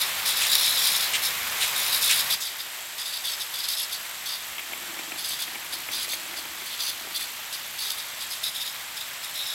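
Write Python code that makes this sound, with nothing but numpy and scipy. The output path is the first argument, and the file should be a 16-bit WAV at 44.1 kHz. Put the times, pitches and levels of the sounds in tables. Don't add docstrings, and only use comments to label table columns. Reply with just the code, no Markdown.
import sys
import numpy as np
from scipy import signal
from scipy.fft import rfft, irfft, next_fast_len
from scipy.io import wavfile
from scipy.ndimage import uniform_filter1d, map_coordinates

SR = 44100
rng = np.random.default_rng(int(sys.argv[2]) if len(sys.argv) > 2 else 0)


def wrap_up_sound(samples):
    columns = np.atleast_2d(samples).T
    tamed = np.clip(columns, -1, 1)
    steps = np.round(tamed * 32767).astype(np.int16)
    wavfile.write(sys.argv[1], SR, steps)


N = 420960

CUT_S = 2.355

# start_s, length_s, level_db, gulps (how many it breaks into)
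SPURTS = [(0, 0.012, -20.5, 1), (0.249, 0.065, -22, 1), (0.356, 0.18, -25.5, 2), (.507, 0.294, -22, 1),
          (0.806, .165, -22.5, 1), (.995, .048, -25.5, 1), (1.22, 0.046, -24, 1), (1.594, 0.096, -31, 1),
          (1.748, 0.16, -27, 1), (1.915, 0.055, -23, 1), (2.006, 0.2, -22.5, 1), (2.294, 0.048, -23, 1),
          (2.411, 0.061, -30, 1), (2.577, .034, -33.5, 1), (2.972, 0.2, -31, 3), (3.237, 0.1, -28.5, 1),
          (3.394, 0.03, -28.5, 1), (3.529, .12, -28.5, 3), (3.673, .16, -27.5, 2), (3.911, 0.031, -28, 1),
          (4.251, 0.096, -30, 1), (5.17, .037, -30.5, 1), (5.236, 0.1, -28, 1), (5.385, .042, -27.5, 1),
          (5.718, .023, -29, 1), (5.91, .13, -28, 1), (6.078, .064, -28, 1), (6.357, .031, -33, 1),
          (6.653, 0.087, -35, 2), (6.786, .11, -28, 1), (7.138, 0.088, -28, 2), (7.523, 0.021, -28, 1),
          (7.778, 0.14, -28.5, 1), (7.971, 0.022, -28.5, 1), (8.195, .03, -32, 1), (8.298, 0.037, -30.5, 1),
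          (8.424, .061, -28.5, 1), (8.54, .142, -31, 3), (8.958, 0.058, -32, 2), (9.224, .023, -32.5, 1),
          (9.342, 0.2, -33.5, 2)]
# freq_hz, relative density_db per Hz
JET_COLOUR = [(1500, -35.5), (2600, -10.5), (2950, -14), (3500, -0.5), (3900, 2.5), (4500, -3), (5200, -5),
              (6600, -12.5), (9200, -11), (11200, -6.5), (13000, -12.5), (15800, -17)]
# start_s, peak_db (before the trim in pops)
AIR_POPS = [(0.5531, -2), (3.6865, -12), (7.5263, -17), (7.9044, -12), (8.4392, -12)]
# time_s, delay_ms
ECHO_DELAY = [(1.9, .563), (2.4, .612), (5.3, .628), (7.1, .647), (7.9, .632), (9.4, .548)]
# time_s, left_minus_right_db
HEAD_LEAN = [(0, 1.1), (.8, 2), (1.6, .9), (2.3, 1.2), (2.4, .1)]
# centre_hz, width_hz, relative level_db
WHISTLE_BANDS = [(7650, 230, -2), (8600, 530, -12)]
# centre_hz, width_hz, relative level_db
FIZZ_BAND = [(12600, 2000, 0)]
# start_s, length_s, level_db, pitch_ratio
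SPLASHES = [(0.406, 0.047, -24.5, 1.03), (1.131, 0.028, -24, 1.02), (1.604, 0.041, -25.5, 1.1),
            (2.091, 0.035, -21.5, 1), (2.401, 0.025, -31, 2.1)]
# freq_hz, relative density_db per Hz
SPLASH_COLOUR = [(1000, -24), (1600, -4), (2100, 3), (3100, 6.5), (5000, -4.5), (9000, -1), (11000, -38),
                 (16000, -32)]
# freq_hz, relative density_db per Hz
PATTER_NEAR = [(180, -48), (300, -17), (592, -7), (643, -7), (1080, -2), (1470, -2), (2200, 1), (2720, -1),
               (3920, -2.5), (5740, -8), (8140, -8), (8840, -11.5), (13800, -8), (15800, -15.5)]
# freq_hz, relative density_db per Hz
PATTER_FAR = [(180, -22.5), (300, -14.5), (493, -12), (633, -6), (711, -6.5), (927, -3.5), (1470, -2.5),
              (1920, -0.5), (2910, -1.5), (3270, -0.5), (5120, -7), (7740, -8.5), (9140, -11.5),
              (13200, -11), (15800, -16.5)]
# start_s, tick_peak_db, thud_peak_db (before the trims in handling)
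SINGLE_CREAKS = [(4.582, -15, -41), (4.593, -16, -45), (4.733, -17, -37), (4.99, -18, -34),
                 (5.119, -18, -37), (5.477, -21, -36), (5.555, -19, -35), (5.887, -19, -33),
                 (6.134, -17, -36), (7.07, -34, -36), (7.211, -21, -45)]
# centre_hz, width_hz, relative level_db
SHELL_TICK = [(2000, 660, 1.5), (2580, 860, 5), (3400, 570, -2.5)]
# centre_hz, width_hz, relative level_db
SHELL_THUD = [(235, 60, -3), (335, 55, 1), (700, 280, 1), (980, 250, 0), (1350, 300, -1)]
# time_s, level_db (before the trim in handling)
GRIP_LEVEL = [(4.45, -67), (4.75, -52.5), (5.1, -48.5), (5.3, -59.5), (5.75, -53), (6.5, -52.5),
              (6.75, -61), (7.08, -54), (7.4, -67)]
# freq_hz, relative density_db per Hz
RUMBLE_COLOUR = [(15, -52), (25, -26), (44, -9), (69, 1), (113, -3), (149, -1), (232, -2.5), (263, -3.5),
                 (400, -20), (520, -36), (880, -120)]
# time_s, level_db
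RUMBLE_LEVEL = [(0, -57), (1.3, -55), (2.34, -56), (2.38, -64), (2.9, -70), (3.2, -66.5), (4.5, -63.5),
                (5.5, -61.5), (9.5, -64)]
# centre_hz, width_hz, relative level_db
HUM_BAND = [(143, 22, 0)]
# freq_hz, side_minus_mid_db
STEREO_WIDTH = [(60, -35), (300, -10.5), (1000, -38.5), (3000, -48), (8000, -56), (12000, -35), (13200, -4),
                (16000, -13)]

GULP_GAP_S = 0.02
SAG_DB_PER_S = 8.5
DRIBBLE_DB, DRIBBLE_T60_S = -10.5, 0.74
SPITS_PER_S, SPIT_S, SPIT_MAX_DB = 1.5, .025, -38.5
ECHO_NEAR, ECHO_FAR = .28, .5
NEAR_DB, FAR_DB = -29, -36.5
STICK_DB, STICKS_PER_S = 2.5, 14
SOFT_CREAKS_PER_S, SOFT_TICK_DB, SOFT_THUD_DB = 8, -25.5, -39
FIRM_FROM_S, FIRM_TO_S = 4.7, 6.7
TOP_HZ = 15850


def amp(db):
    return 10 ** (np.asarray(db) / 20)


def unit(x):
    return x / np.sqrt(np.mean(x ** 2) + 1e-20)


def along(points, hz):
    f, db = np.transpose(points)
    return amp(np.interp(np.log(hz + 1), np.log(f), db))


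def curve(rows):
    return np.interp(np.arange(N) / SR, *np.transpose(rows))


def wobble(rate, size=N):
    knots = rng.standard_normal(int(size * rate / SR) + 4)
    return map_coordinates(knots, [np.arange(size) * rate / SR])


def filtered(x, response):
    n = x.shape[-1]
    m = next_fast_len(n + 4096)
    return irfft(rfft(x, m) * response(np.fft.rfftfreq(m, 1 / SR)), m)[..., :n]


def humps(modes, hz):
    return np.sqrt(sum((amp(db) / (1 + (2 * (hz - centre) / width) ** 2)) ** 2 for centre, width, db in modes))


def ringing(modes, hz):
    total = 0
    for k, (centre, width, db) in enumerate(modes):
        damping = 1j * hz * width
        total = total + (-1) ** k * amp(db) * damping / (centre * centre - hz * hz + damping)
    return total


def add(track, s, sound):
    start = max(round(s * SR), 0)
    part = track[..., start:start + sound.shape[-1]]
    part += sound[..., :part.shape[-1]]


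def stereo(pair, colour):
    mid, side = filtered(pair, lambda hz: colour(hz) * np.array([np.ones_like(hz), along(STEREO_WIDTH, hz)]))
    return np.array([mid + side, mid - side]) / np.std(mid)


def hiss(colour):
    return stereo(rng.standard_normal((2, N)), colour)


def impacts(rate, spread_db, size=N):
    count = int(rate * size / SR) + 1
    size_db = spread_db * np.clip(rng.standard_normal(count), -2.5, 2.5)
    sizes = amp(size_db) * rng.choice([-1, 1], count)
    return unit(np.bincount(rng.integers(0, size, count), sizes, size))


def gush(length, rise, t60):
    t = np.arange(int((abs(length) + .15) * SR)) / SR
    return np.clip(t / rise, 0, 1) * amp(-60 * np.maximum(t - length, 0) / t60)


def flow():
    power = np.zeros(N)
    t = np.arange(SR // 2) / SR
    for s, length, db, gulps in SPURTS:
        period = (length + GULP_GAP_S) / gulps
        gulp = gush(period - GULP_GAP_S, rise=0.014, t60=0.13)
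        gulp = gulp * amp(db - SAG_DB_PER_S * np.arange(len(gulp)) / SR)
        for k in range(gulps):
            add(power, s + k * period, gulp ** 2)
        dribble = amp(db + DRIBBLE_DB - 60 * t / DRIBBLE_T60_S)
        same_scene = (s < CUT_S) == (s + length + t < CUT_S)
        add(power, s + length, (same_scene * dribble) ** 2)
    spit = amp(SPIT_MAX_DB) * gush(SPIT_S, rise=0.017, t60=0.12)
    for when, size in rng.random((int(SPITS_PER_S * N / SR), 2)):
        add(power, when * N / SR, size * spit ** 2)
    return power


def patchy(x, depth_db):
    z = signal.stft(x, nperseg=512)[2]
    field = uniform_filter1d(rng.standard_normal(z.shape[1:]), size=5, axis=0)
    field = uniform_filter1d(field, size=7, axis=1)
    return unit(signal.istft(z * amp(depth_db * unit(field)), nperseg=512)[1][:, :N])


def sputter(throb, body_throb_db=0.5, mist_throb_db=3.0, ragged_db=1.12, swell_db=0.73, mist_hz=7000):
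    spray = np.array([impacts(rate=12000, spread_db=3.0) for _ in range(2)]) + rng.standard_normal((2, N))
    jet = stereo(patchy(spray, depth_db=2.5), lambda hz: along(JET_COLOUR, hz))
    mist = filtered(jet, lambda hz: 1 / (1 + (mist_hz / (hz + 1)) ** 8))
    mist_db = curve([(0, -.5), (2.3, 1.5), (2.4, -2.4), (9.5, -2)])
    body = (jet - mist) * amp(body_throb_db * throb + ragged_db * wobble(110))
    mist = mist * amp(mist_db + mist_throb_db * throb + ragged_db * wobble(110))
    return np.sqrt(flow()) * amp(swell_db * wobble(30)) * (body + mist)


def pops(t60=.012, trim_db=-4):
    out = np.zeros((2, N))
    t = np.arange(SR // 20) / SR
    envelope = np.clip(t / 0.0006, 0, 1) * amp(-60 * np.maximum(t - .002, 0) / t60)
    for s, db in AIR_POPS:
        burst = stereo(rng.standard_normal((2, len(t))), lambda hz: along(JET_COLOUR, hz))
        crack = np.tanh(0.74 * burst)
        add(out, s, amp(db + trim_db) * envelope * crack)
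    return out


def echoed(x):
    at = np.arange(N) - curve(ECHO_DELAY) * SR / 1000
    echo = np.array([map_coordinates(side, [at]) for side in x])
    share = np.where(np.arange(N) / SR < CUT_S, ECHO_NEAR, ECHO_FAR)
    return (x + share * echo) / np.sqrt(1 + share ** 2)


def nozzle(throb):
    whistle_db = curve([(2.3, -54), (2.4, -48.5), (5.5, -50.5), (7.5, -53.5), (9.5, -49)])
    whistle = amp(whistle_db + 1.5 * wobble(2.99)) * hiss(lambda hz: humps(WHISTLE_BANDS, hz))
    fizz_db = curve([(2.3, -46), (2.4, -48.5), (9.5, -50)])
    fizz = amp(fizz_db + 5.2 * throb + 2.2 * wobble(97)) * hiss(lambda hz: humps(FIZZ_BAND, hz))
    return whistle + fizz


def splashes():
    out = np.zeros((2, N))
    for s, length, db, pitch in SPLASHES:
        envelope = gush(length, rise=0.0064, t60=0.12)
        spray = np.array([impacts(rate=8500, spread_db=3, size=len(envelope)) for _ in range(2)])
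        add(out, s, amp(db) * envelope * stereo(spray, lambda hz: along(SPLASH_COLOUR, hz / pitch)))
    return out


def droplets(rate, spread_db, cycles):
    count = int(rate * N / SR)
    when, pitch, phase = rng.random((count, 3)).T
    hz = 500 * 32 ** pitch
    size_db = spread_db * np.clip(rng.standard_normal(count), -2.5, 2.5)
    size = amp(size_db) * hz ** 1.5 * np.sign(phase - .5)
    k = np.arange(128)
    turns = hz[:, None] * k / SR
    rings = size[:, None] * np.exp(-turns / cycles) * np.sin(2 * np.pi * turns)
    places = (when * N).astype(int)[:, None] + k
    return unit(np.bincount(places.ravel(), rings.ravel(), N)[:N])


def patter():
    drops = droplets(rate=2600, spread_db=4, cycles=2.8)
    wash = rng.standard_normal((2, N))
    flicker = amp(0.25 * wobble(7) + 0.45 * wobble(60))
    water = np.array([(wash[0] + amp(-5.5) * drops) * flicker, wash[1]])
    near = amp(NEAR_DB) * stereo(water, lambda hz: along(PATTER_NEAR, hz))
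    far = amp(FAR_DB) * stereo(water, lambda hz: along(PATTER_FAR, hz))
    moved = curve([(CUT_S - .005, 0), (CUT_S + .005, 1)])
    return (1 - moved) * near + moved * far


def soft_creaks():
    firm_s = FIRM_TO_S - FIRM_FROM_S
    count = int(SOFT_CREAKS_PER_S * firm_s)
    when, size = rng.random((count, 2)).T
    s = FIRM_FROM_S + (np.arange(count) + when) / count * firm_s
    scatter_db = 6 * (size - .5)
    return list(zip(s, SOFT_TICK_DB + scatter_db, SOFT_THUD_DB + scatter_db))


def handling(tick_trim_db=-3, thud_trim_db=5, slip_t60=0.032, apart=0.58, right_tick_db=-4, rub_trim_db=3):
    out = np.zeros((2, N))
    t = np.arange(SR // 10) / SR
    ports = np.array([[1, apart], [1, -apart]])
    for s, tick_db, thud_db in list(SINGLE_CREAKS) + soft_creaks():
        slip = ports @ rng.standard_normal((2, len(t))) * amp(-60 * t / slip_t60)
        tick = filtered(slip, lambda hz: ringing(SHELL_TICK, hz))
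        thud = filtered(slip, lambda hz: ringing(SHELL_THUD, hz))
        add(out, s, amp(tick_db + tick_trim_db) * amp([[0], [right_tick_db]]) * tick / np.abs(tick).max())
        add(out, s, amp(thud_db + thud_trim_db) * thud / np.abs(thud).max())
    rub_modes = [(237, 63, -11.0), (335, 32, -2), (820, 460, -11.0), (2110, 490, -11.5)]  # Hz, width Hz, dB
    slips = ports @ np.array([impacts(rate=200, spread_db=3.0) for _ in range(2)])
    rub = unit(filtered(slips, lambda hz: ringing(rub_modes, hz)))
    held = curve([(4.3, 0), (4.6, 1), (7.2, 1), (7.5, 0)])
    rub_db = curve(GRIP_LEVEL) + rub_trim_db + STICK_DB * wobble(STICKS_PER_S)
    return out + held * amp(rub_db) * rub


def rumble():
    air = amp(curve(RUMBLE_LEVEL)) * hiss(lambda hz: along(RUMBLE_COLOUR, hz))
    hum_db = curve([(2.3, -66), (2.4, -78), (7, -74), (9, -70)])
    return air + amp(hum_db) * hiss(lambda hz: humps(HUM_BAND, hz))


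def scene(spin_hz=62):
    spin = spin_hz * (1 + 0.0226 * wobble(6.8))
    throb = np.sin(2 * np.pi * np.cumsum(spin) / SR)
    lean_db = curve(HEAD_LEAN)
    head = echoed(sputter(throb) + pops()) * amp(np.array([lean_db, -lean_db]) / 2)
    return head + nozzle(throb) + splashes() + patter() + handling() + rumble()


def record(dry):
    return filtered(dry, lambda hz: hz < TOP_HZ)


dry = scene()
out = record(dry)
wrap_up_sound(out)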